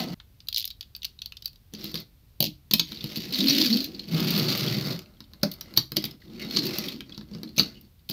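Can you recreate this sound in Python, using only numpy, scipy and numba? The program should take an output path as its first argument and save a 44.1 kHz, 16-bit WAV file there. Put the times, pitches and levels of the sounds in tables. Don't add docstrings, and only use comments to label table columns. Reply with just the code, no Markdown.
import sys
import numpy as np
from scipy import signal
from scipy.fft import rfft, irfft
from scipy.io import wavfile
from scipy.ndimage import uniform_filter1d
from numba import njit

SR = 44100
rng = np.random.default_rng(int(sys.argv[2]) if len(sys.argv) > 2 else 0)


def int16_out(signal):
    q = np.round(np.clip(np.atleast_2d(signal).T, -1, 1) * 32767)
    wavfile.write(sys.argv[1], SR, q.astype(np.int16))


def how_loud(loudness_db):
    steps = np.asarray(loudness_db, float) / 20
    return 10 ** steps


N = 358091

# freq_hz [Hz], level_db [dB per Hz]
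PLASTIC = [(290, -27), (500, -17), (623, 2), (742, -28.5), (1260, -15), (1640, -13), (2040, -10.5),
           (2430, -4.5), (4490, 4), (8180, -23), (14000, 0.5), (15600, -8.5), (16500, -49)]
# freq_hz [Hz], level_db [dB], t60_s [s]
BOARDS = [(134.9, -16, 0.65), (164, -0.5, 0.18), (210, 3.5, 0.1), (259, -2.5, 0.17), (297.4, 0.5, 0.16),
          (329, -15, 0.26), (440.6, -13.5, 0.13)]


def unit(x):
    return x / np.sqrt(np.mean(x ** 2))


def fade(t, t60_s):
    return np.exp(-np.log(1000) * t / t60_s)


def colour(x, points):
    hz, db = np.transpose(points)
    f = np.maximum(np.fft.rfftfreq(len(x), 1 / SR), 1)
    gain = how_loud(np.interp(np.log(f), np.log(hz), db))
    return irfft(rfft(x) * gain, len(x))


def band(x, lo_hz, hi_hz):
    edges_hz = [lo_hz, min(hi_hz, 0.45 * SR)]
    return signal.sosfilt(signal.butter(3, edges_hz, "bandpass", fs=SR, output="sos"), x)


@njit
def svf(x, hz, width_hz):
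    y, state_band, state_low = np.empty(len(x)), 0., 0.
    for i in range(len(x)):
        g = np.tan(np.pi * hz[i] / SR)
        k = width_hz / hz[i]
        v = (state_band + g * (x[i] - state_low)) / (1 + g * (g + k))
        state_band = 2 * v - state_band
        state_low += 2 * g * v
        y[i] = k * v
    return y


def fixed_hz(hz):
    return np.full(N, 1. * hz)


def walk(rate_hz):
    k = int(SR / rate_hz)
    held = np.repeat(rng.standard_normal(N // k + 1), k)
    return 1.2 * uniform_filter1d(held, k)[:N]


def add(out, start_s, sound):
    at = int(start_s * SR)
    out[at:at + len(sound)] += sound


def hum():
    hum_spectrum = [(20, -17), (32, -4), (65, 3.5), (130, -5.5), (200, -12.5), (320, -21.5), (700, -30.5),
                    (1700, -34), (4400, -31), (7500, -40.5), (10500, -38.5), (13500, -30), (15600, -35),
                    (16000, -73.5)]
    return how_loud(-55.5) * unit(colour(rng.standard_normal(N), hum_spectrum))


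def push_layers():
    # time_s [s], effort_db [dB], press_db [dB, extra on boards], rumble_hz [Hz]
    pushes = [
        [(0.0, -36, -7.5, 209), (0.07, -51, 7.5, 203), (0.15, -50, 1.5, 190)],
        [(2.83, -57, -35, 225), (2.91, -51.5, -6, 225), (3.03, -50, -3.5, 231), (3.184, -44, -4, 230),
         (3.32, -45.5, 2.5, 233)],
        [(3.33, -33.5, -12, 269), (3.375, -36, -6, 279), (3.395, -30.5, 2.5, 286), (3.456, -33.5, 3.5, 254),
         (3.52, -29.5, 1.5, 273), (3.63, -29.5, 3.5, 286), (3.69, -33.5, 0.5, 224.4), (3.75, -33, 6, 241),
         (3.86, -44, -8.5, 283.5)],
        [(4.08, -50.5, -0.5, 170), (4.14, -39, 4, 170.3), (4.28, -33.5, 4.5, 172), (4.38, -33.5, 6, 175.7),
         (4.5, -32.5, -2, 159.5), (4.68, -35.5, 4, 153.4), (4.84, -41, 2.5, 157.5), (4.91, -38, 5.5, 153),
         (5.03, -64.5, -2, 185)],
        [(6.2, -68, -3, 200), (6.222, -66.5, -12, 200), (6.3, -67, 2, 203), (6.384, -56.5, 2, 241.5),
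         (6.396, -50.5, -7.5, 236), (6.45, -49.5, 3.5, 204), (6.485, -59, 3, 210)],
        [(6.5, -48, 2.5, 253), (6.56, -37.5, 1.5, 286), (6.586, -40, 2, 290), (6.63, -41.5, 3.5, 272),
         (6.686, -41, 4.5, 335), (6.776, -38.5, -4.5, 312), (6.88, -45, 1, 274), (6.93, -49, 2, 220),
         (7.02, -72.5, 8, 278)],
    ]
    shuffles = [
        [(1.725, -65, 0.0048, 286), (1.79, -52, 0.003, 315), (1.86, -45.5, 0.0037, 314), (1.93, -52, 0, 301),
         (2.015, -46, 0.0027, 310), (2.06, -96, 0, 310)],
        [(3.87, -51, 0.0051, 265), (3.912, -57, 0, 280), (4.07, -59, 0.0043, 312)],
        [(5.45, -58, 13, 243), (5.536, -70.5, -0.5, 251), (5.8, -67.5, 7, 263), (5.9, -83, -3, 260),
         (5.962, -61, 3, 270), (6.066, -61, 7, 270), (6.14, -69, 6, 273)],
        [(7.06, -66.5, 1, 248), (7.27, -69.5, -5.5, 241), (7.36, -60.5, 1, 231), (7.45, -70.5, 10, 230),
         (7.55, -72.5, 3, 218), (7.62, -43.5, -4.5, 227.6), (7.72, -61.5, -4, 220), (7.86, -75.5, -2, 217.5)],
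        [(5.06, -73, 0.47, 210), (5.25, -78.5, 0.5, 210), (5.42, -72.5, 0.5, 210)],
    ]
    # rumble_db [dB], body_db [dB], wide [0-1, shared rumble], song_db [dB]
    loads = [(-34, -45.5, 0.51, 1.5), (-41, -55.5, 1, -5), (-36.5, -55, 0, -6.5), (-36.5, -47, 0.49, -4.5),
             (-36, -48, 0.76, 3), (-38.5, -52.5, 0.58, 0.5), (-42.5, -53, 0.58, -2), (-35.5, -64, 0.68, 5),
             (-43, -39, .95, 0.), (-37, -45.5, 0.67, 3.5), (-41, -43.5, 0.64, -3)]
    mid_effort_db, mid_bright_db = -38.5, -50.5
    bright_slope, hollow_slope, rumble_slope = 1, 0.82, 0.66
    out = []
    for push, (rumble_db, body_db, wide, song_db) in zip(pushes + shuffles, loads):
        s, effort_db, press_db, hz = np.transpose(push)
        over_db = effort_db - mid_effort_db
        out.append(np.transpose([
            s, effort_db,
            mid_bright_db + bright_slope * over_db,
            body_db + hollow_slope * over_db,
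            rumble_db + rumble_slope * over_db + press_db,
            hz, wide + 0 * s, song_db + 0 * s]))
    return sorted(out, key=lambda rows: rows[0, 0])


def axle_clumps():
    ticks = (rng.random(N) < 450 / SR) * how_loud(2.7 * rng.exponential(size=N))
    cracks = signal.lfilter([1], [1, -fade(1 / SR, 0.011)], ticks)
    return uniform_filter1d(cracks, 16) + 0.65


def wall_scrape(clumps, chatter_db, bright_db, song_db):
    # freq_hz [Hz], width_hz [Hz], level_db [dB]
    wall_modes = [(2073, 1000, -16.5), (2800, 260., -18.5), (4450, 150, -9), (5230, 290, -15.5)]
    # start_s [s], end_s [s], freq_hz [Hz], level_db [dB over scrape]
    pressed_songs = [(4.34, 4.42, 2050, -19), (4.717, 4.99, 2090, -12.5), (6.376, 6.465, 2120, -0.5),
                     (6.379, 6.465, 2820, -7), (6.435, 6.48, 3830, 3), (6.68, 6.78, 2650, -10),
                     (6.819, 6.93, 2450, -8), (6.755, 6.87, 5400, -10), (0.0, 0.116, 690, -5.5),
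                     (4.39, 4.68, 1250, -15.5), (7.002, 7.045, 2370, 11), (7.755, 7.786, 2920, 5)]
    song_width_hz = 220
    t = np.arange(N) / SR
    grit = colour(rng.standard_normal(N) * clumps * how_loud(0.76 * walk(30)), PLASTIC)
    scrape = band(grit, 1665, 3740) * how_loud(1.8 * walk(8.3))
    scrape += band(grit, 3310, 8500) * how_loud(0.36 * walk(29))
    plain = rng.standard_normal(N) * clumps
    sing, held = np.zeros(N), np.zeros(N)
    for hz, width_hz, db in wall_modes:
        level = how_loud(db + 4.1 * walk(6.6))
        sing += level * unit(svf(plain, hz * (1 + 0.036 * walk(4)), width_hz))
    for start_s, end_s, hz, db in pressed_songs:
        gate = uniform_filter1d(1. * (t > start_s) * (t < end_s), 400)
        tone = svf(svf(plain, fixed_hz(hz), song_width_hz), fixed_hz(hz), 2 * song_width_hz)
        held += how_loud(db) * gate * unit(tone)
    shell = held + unit(scrape) + how_loud(song_db) * band(sing, 1600, 6500)
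    treble = unit(band(grit * clumps ** 0.13, 6500, 22000))
    return how_loud(chatter_db + 3.0) * shell + how_loud(bright_db + 5.5) * treble


def hollow_body(clumps, body_db):
    cavity_modes = [(615.4, 35, 1), (1250, 280, -2), (2047, 130, 0.5), (2770, 230, -8)]
    rub = rng.standard_normal(N) * clumps ** 0.5 * how_loud(2.6 * walk(12))
    hollow = unit(band(signal.lfilter([1], [1, -0.9], rub), 480, 2500))
    for hz, width_hz, db in cavity_modes:
        level = how_loud(db + 2.1 * walk(5))
        hollow += level * unit(svf(rub, hz * (1 + 0.017 * walk(7)), width_hz))
    return how_loud(body_db - 3.0) * hollow


def board_rumble(rumble_db, hz, wide):
    width_hz = 60.
    bumps = rng.standard_normal(N) * how_loud(1.9 * walk(20))
    hz, wide = np.clip(hz * (1 + 0.023 * walk(13)), 60, 600), np.clip(wide, 0, 1)
    many = unit(band(bumps, 133.6, 366))
    for board_hz, db, _ in BOARDS:
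        many += how_loud(db / 3 - 15.0) * unit(svf(bumps, fixed_hz(board_hz), 30.0))
    drone = unit(svf(svf(bumps, hz, width_hz), hz, width_hz))
    drone = unit(drone / (uniform_filter1d(np.abs(drone), 500) + 0.17) ** 0.37)
    octave = unit(svf(np.abs(drone), 2 * hz, 2 * width_hz))
    rumble = (1 - wide) * (drone + how_loud(-26) * octave) + wide * unit(many)
    return how_loud(rumble_db + 5.5) * rumble


def rolling(pushes):
    t = np.arange(N) / SR
    moving = np.zeros(N)
    for rows in pushes:
        moving += (t >= rows[0][0]) & (t <= rows[-1][0] + 0.02)
    moving = uniform_filter1d(moving.clip(0, 1), 400)
    rows = np.vstack(pushes)
    curves = [np.interp(t, rows[:, 0], column) for column in rows[:, 1:].T]
    chatter_db, bright_db, body_db, rumble_db, hz, wide, song_db = curves
    clumps = axle_clumps()
    steady = wall_scrape(clumps, chatter_db, bright_db, song_db)
    steady += hollow_body(clumps, body_db) + board_rumble(rumble_db, hz, wide)
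    edge = signal.ellip(8, 0.2, 60, 15800, fs=SR, output="sos")
    return signal.sosfilt(edge, moving * steady)


def room(x):
    t = np.arange(int(0.5 * SR)) / SR
    decay = np.zeros(len(t))
    for t60_s, db in [(0.1, -12), (0.23, -10.5)]:
        decay += how_loud(db) * unit(fade(t, t60_s)) / np.sqrt(len(t))
    tail = rng.standard_normal(len(t)) * (t > 0.003) * decay
    soft = signal.lfilter([0.6], [1, -0.4], tail)
    return signal.fftconvolve(x, soft)[:N]


def body_level(base_db, db):
    return base_db - 0.21 * (db + 25)


def click(ring_hz, bright_db, body_db, body_hz, slack, tone_db, low_edge):
    noise, detune, mode_db = rng.standard_normal(4086), rng.standard_normal(5), rng.standard_normal(5)
    t = np.arange(len(noise)) / SR
    rise = 1 - np.exp(-(t / (0.00077 * slack ** 2)) ** 2)
    crack = colour(noise, PLASTIC) * rise * fade(t, 0.017 * slack)
    hz = ring_hz * (1 + 0.0715 * detune * np.array([0, 0.5, 1, 1, 1]))
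    level = how_loud(3 * mode_db + np.array([5, 0, 0, 0, 0]))
    modes = (level[:, None] * np.sin(2 * np.pi * hz[:, None] * t)).sum(axis=0)
    modes = modes * rise * fade(t, 0.016 * slack)
    knock = signal.lfilter([1], [1, -0.93], noise) * rise * fade(t, 36 / body_hz)
    tone = 0.56 * how_loud(tone_db - 0.21 * (bright_db + 9))
    ring = band(unit(crack) + tone * unit(modes), low_edge * ring_hz, 12000)
    parts = [band(ring, 1380, 7000),
             band(crack * fade(t, 0.062), 9600, 28000),
             band(knock, body_hz, 4300)]
    ring, bright, body = (p / np.abs(p).max() for p in parts)
    near = ring + how_loud(bright_db) * bright + how_loud(body_db) * body
    lag = int(0.0031 * SR)
    return near + 0.17 * np.r_[np.zeros(lag), near[:-lag]]


def hand_contacts():
    # start_s [s], peak_db [dB], ring_hz [Hz], bright_db [dB], body_db [dB]
    fingered = [(0.2, -33, 3620, -41, -7.5), (0.403, -35, 3700, -20, -27), (0.471, -36, 4350, -7, -32),
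                (0.485, -14.5, 4200, -5, -29.5), (0.676, -22.5, 4080, -5, -37),
                (0.7032, -26, 4400, -8, -27), (0.7096, -27.5, 3900, -25, -31),
                (0.8088, -18.5, 3370, -15.5, -33), (0.828, -31, 3530, -16, -27),
                (0.95, -23.5, 4090, -16, -26), (0.963, -29.5, 4600, -2, -23), (1.019, -29, 3760, -39, -37),
                (1.031, -24.5, 3400, -11, -33), (1.0455, -17, 3800, -14, -33),
                (1.0499, -17.5, 4400, -2, -25.5), (1.1891, -29.5, 3900, -29, -32),
                (1.218, -21.5, 3430, -14, -31), (1.2587, -21.5, 4040, -10, -30),
                (1.3215, -25.5, 2740, -16, -21), (1.369, -27.5, 3630, -14, -30),
                (1.4225, -31.5, 4280, -9, -25), (1.457, -14.5, 4440, -8, -35), (1.478, -32, 4200, -4, -20),
                (1.531, -42.5, 3850, -5.5, -25), (1.558, -43, 3860, -7, -25)]
    # start_s [s], peak_db [dB], ring_hz [Hz], bright_db [dB]
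    swivel = [(0.527, -18.5, 4280, -11), (0.545, -12.5, 4760, -12), (0.5615, -10, 4340, -16),
              (0.572, -10.5, 4200, -14), (0.5804, -12, 4200, -2.5), (0.588, -23, 3550, -3),
              (0.5965, -18.5, 4200, -2.5), (0.605, -18.5, 4200, -7), (0.615, -23, 4430, -16),
              (0.6255, -23.5, 3440, -8), (0.643, -14.5, 3480, -19), (0.6532, -23, 4230, 5.5)]
    out = np.zeros(N + SR)
    rows = [(*row, 0.9) for row in fingered]
    rows += [(*row, body_level(-67, row[1]), 0.75) for row in swivel]
    for s, db, hz, bright_db, body_db, slack in rows:
        sound = click(hz, bright_db, body_db, 1200, slack, tone_db=-0.5, low_edge=0.72)
        add(out, s, how_loud(db - 1.0) * sound)
    return out[:N]


def thumps():
    board_blows = [(1.938, -35, 314.6, 0.13), (2.401, -18.5, 148, 0.1), (2.731, -32.5, 230, 0.14),
                   (3.04, -23, 154, 0.072), (3.164, -36.5, 214, .1), (3.389, -19.5, 191.5, 0.15),
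                   (3.49, -22, 152, 0.11), (1.732, -38, 417, 0.092), (4.141, -13.5, 165, 0.1),
                   (5.431, -25.5, 199, 0.16), (5.772, -28.5, 128, 0.19), (5.974, -16, 335, 0.082),
                   (7.347, -37, 202, .1), (7.574, -22, 159, 0.09), (7.597, -24.5, 306.5, 0.12)]
    t, out = np.arange(SR // 4) / SR, np.zeros(N + SR)
    for s, db, hz, t60_s in board_blows:
        swing = np.sin(2 * np.pi * hz * t) * (1 - fade(t, 0.033)) * fade(t, t60_s)
        add(out, s, how_loud(db) * swing)
    return out[:N]


def thud():
    t = np.arange(int(0.3 * SR)) / SR
    ring = np.zeros(len(t))
    for hz, db, t60_s in BOARDS:
        weight, detune = rng.standard_normal(2)
        mode = np.sin(2 * np.pi * hz * (1 + 0.048 * detune) * t)
        ring += how_loud(db + 3.0 * weight) * mode * fade(t, t60_s)
    ring = ring * (1 - fade(t, 0.01))
    return ring / np.abs(ring).max()


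def floor_contacts():
    # start_s [s], peak_db [dB], ring_hz [Hz], bright_db [dB], thud_db [dB]
    knocks = [(1.737, -28, 4620, -1, -10.5), (1.8422, -26, 4100, 2, -11), (1.942, -18, 3700, -7.5, -14.5),
              (1.9543, -15.5, 4450, -13, -28.5), (2.7103, -13, 4300, -7, -20.5),
              (2.7348, -3.5, 4090, 2, -23), (2.7945, -5, 4270, -13, -29), (2.9196, -21.5, 3820, -15, -23),
              (3.0408, -20, 4200, -5.5, -13.5), (3.1721, -20.5, 4550, -4, -10.5),
              (3.6135, -7.5, 4440, -16, -25), (4.2027, -19.5, 4860, -2, -10), (4.991, -26, 4360, -6, -17.5)]
    latches = [(5.2047, -29.5, 4930, -11, -17.5), (5.335, -31, 4040, -8, -25), (5.4313, -8, 4510, -4, -15),
               (5.6095, -23.5, 5100, 0, -28), (5.7389, -29.5, 4740, -6, -18),
               (5.7728, -1.5, 4400, -7, -29.5), (5.9186, -20, 4960, -5, -17.5), (5.9668, -8, 5020, -7, -23),
               (6.0401, -15.5, 4940, -6.5, -16.5), (6.569, -8, 4580, -22, -24.5),
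               (6.784, -16.5, 4450, 1, -15), (7.006, -23, 3170, -16, -22), (7.095, -33.5, 4130, -29, -11),
               (7.1773, -25.5, 4300, -15, -11.5), (7.211, -30, 3730, -25, -13),
               (7.3149, -45, 4500, -23, 6.5), (7.349, -28.5, 4740, -22, -8), (7.432, -25, 4450, -7.5, -12),
               (7.5795, -10, 6100, -21, -20), (7.5943, -2, 4335, -20, -22),
               (8.0977, -21.5, 4650, 0.5, -12.5)]
    # start_s [s], peak_db [dB], ring_hz
    # [Hz], bright_db [dB]
    rattles = [(1.7474, -30, 4600, -13), (1.808, -34, 5570, -19), (1.973, -26.5, 3810, -13),
               (2, -32, 4370, -3), (2.9568, -32, 4570, -28), (2.971, -28, 3770, -35),
               (3.006, -26.5, 3630, -22), (3.3232, -19.5, 4220, -9), (3.3352, -16, 4510, -28.5),
               (3.3431, -13, 4280, -23), (3.3542, -17.5, 3940, -11.5), (3.404, -10.5, 3830, -20),
               (3.469, -13, 4280, -26), (3.481, -7, 4170, -14), (3.4949, -9, 5560, -11),
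               (3.5057, -8.5, 4400, -15), (3.526, -15, 4320, -14), (3.5794, -13, 4300, -17),
               (3.663, -14, 4570, -41.5), (3.7269, -11, 4400, -43), (3.7695, -14, 4110, -11),
               (3.8023, -14, 4200, -25), (3.841, -20, 4110, -1.5), (3.946, -27.5, 4400, -48),
               (3.9923, -21.5, 4200, -20), (4.038, -34, 4470, -35),
               (4.3042, -18.5, 4700, 1.5), (4.3759, -19, 4300, -2), (4.3863, -30, 4450, 7),
               (4.484, -19, 4200, -29.5), (4.581, -25, 4800, 0), (4.676, -21, 3320, -22),
               (5.239, -45, 3640, -15), (5.514, -25.5, 4400, 1), (5.536, -34, 4260, 3),
               (6.0217, -28, 5250, -7), (6.051, -21.5, 3700, -2), (6.1088, -34, 5300, -6),
               (6.218, -43, 2000, -26), (6.5076, -24.5, 4400, -28), (6.5865, -16.5, 4140, -14),
               (6.653, -24.5, 4210, -2), (6.664, -21.5, 4570, -1), (6.883, -18.5, 3320, -10),
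               (6.92, -31, 4450, -14), (7.121, -31.5, 3350, -39), (7.144, -33.5, 4050, -33),
               (7.3337, -35.5, 4450, -27), (7.4739, -38.5, 4200, -32), (7.489, -38.5, 4200, -11),
               (7.619, -24, 3760, -9), (8.1077, -22.5, 4580, -6)]
    # start_s [s], peak_db [dB], ring_hz [Hz], bright_db [dB]
    scuffs = [(2.404, -14.5, 3140, -13), (3.306, -26, 4200, -16), (3.386, -16, 4030, -4.5),
              (3.549, -16, 4400, -8), (3.7052, -21, 4030, -23.5), (3.74, -14, 4410, -35),
              (4.1444, -25, 4470, -4), (4.244, -25, 4600, -0.5), (4.3594, -17, 4520, -10),
              (4.395, -14.5, 4450, -12), (4.4565, -23, 4300, -9), (4.499, -14, 4400, -15),
              (4.5744, -20, 4770, -4), (4.7465, -23, 4520, -24), (4.849, -25, 4600, -25),
              (6.253, -50, 3970, -10), (6.278, -46, 3740, -18), (6.298, -49, 3160, -14),
              (6.3574, -44, 2370, -14), (6.3947, -32, 2540, -10), (6.537, -40, 4550, -17),
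              (6.562, -12.5, 4660, -22), (7.583, -11.5, 2710, -8.5), (7.604, -18, 4140, -6),
              (1.85, -29, 4000, -13.5), (1.915, -35.5, 4400, -3), (3.162, -21, 4540, -8),
              (7.81, -47.5, 5200, 7), (5.203, -44, 1470, -20), (5.541, -49, 2700, -12),
              (5.657, -44, 1990, -17), (5.707, -51, 1800, -14), (6.057, -30, 2270, -12),
              (2.918, -35, 1480, -22), (4.084, -30, 4490, -12), (4.114, -32, 4740, -11),
              (5.058, -45, 2610, -29), (7.432, -54, 1900, -19), (5.7735, -11, 5590, -7.5),
              (2.795, -15.5, 6480, -9), (5.61, -27, 5700, -25.5), (2.426, -19.5, 3280, -13),
              (5.168, -55, 3250, -20.5), (5.4325, -21, 1390, -25)]
    # start_s [s], peak_db [dB]
    touches = [(1.444, -37), (2.781, -24), (5.412, -48), (5.428, -32), (5.657, -48), (5.706, -46),
               (5.76, -37), (5.764, -24), (5.961, -25), (7.562, -31), (7.568, -27), (7.586, -14),
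               (7.992, -53), (8.089, -25)]
    out = np.zeros(N + SR)
    touch_rows = [(*row, 4200, -7) for row in touches]
    rows = [(*row, None, -30, 900, 1.7) for row in rattles + touch_rows]
    rows += [(*row, None, -27, 900, 1.5) for row in scuffs]
    for blows, base_db, slack in [(knocks, -18.5, 1.25), (latches, -14.5, 1.15), (bounces(7), -51, 0.9)]:
        for row in blows:
            slack_here = slack * (1 + 0.0273 * (row[1] + 10))
            rows.append((*row, body_level(base_db, row[1]), 950, slack_here))
    for s, db, hz, bright_db, thud_db, body_db, body_hz, slack in rows:
        low_edge = 0.57 + 0.012 * (db + 19.5) * (slack > 0.93)
        tone_db = 3 if thud_db is None else -1
        add(out, s, how_loud(db - 1.0) * click(hz, bright_db, body_db, body_hz, slack, tone_db, low_edge))
        if thud_db is not None:
            add(out, s, how_loud(db + thud_db + 6.0) * thud())
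    return out[:N]


def pops():
    landings = [
        (1.943, -50.5, 510),
        (2.405, -37, 610),
        (2.427, -34.5, 572),
        (2.735, -41.5, 598),
        (5.434, -25.5, 587),
        (5.966, -39, 596),
        (7.58, -39, 571),
        (8.1, -53, 633),
    ]
    t, out = np.arange(SR // 4) / SR, np.zeros(N + SR)
    slap_noise = how_loud(-9.5) * unit(band(rng.standard_normal(N + SR), 560, 890))
    for s, db, hz in landings:
        at = int(s * SR)
        tone = np.sin(2 * np.pi * hz * t) * (1 - fade(t, 0.0089)) * fade(t, 0.062)
        slap = slap_noise[at:at + len(t)] * (1 - fade(t, 0.0076)) * fade(t, 0.038)
        add(out, s, how_loud(db + 9.5) * (tone + slap))
    return out[:N]


def bounces(count):
    drop_s, gap_s, shrink = 2.4037, 0.0216, 0.73
    drop_db, loss_db, bright_db, dull_db = -7, -3, 2, -3
    k = np.arange(count)
    start_s = drop_s + gap_s * (1 - shrink ** k) / (1 - shrink)
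    return [(s, drop_db + loss_db * n, 4400, bright_db + dull_db * n, -21.5) for s, n in zip(start_s, k)]


def scene():
    cut_s, cut_fade_s = 0.144, 0.00052
    rolls = rolling(push_layers())
    before = np.clip((cut_s - np.arange(N) / SR) / cut_fade_s, 0, 1)
    hand = hand_contacts()
    toys = floor_contacts() + pops() + thumps() + rolls * (np.arange(N) > SR)
    first = before * (rolls + room(rolls * before))
    after = toys + hand + room(toys + how_loud(-4) * hand)
    return np.tile(first + band(after, 59, 22000) + hum(), (2, 1))


def roll_off(x):
    return signal.sosfilt(signal.butter(12, 16990, fs=SR, output="sos"), x)


def record(dry):
    return roll_off(1.273 * np.tanh(0.74 * dry))


dry = scene()
out = record(dry)
int16_out(out)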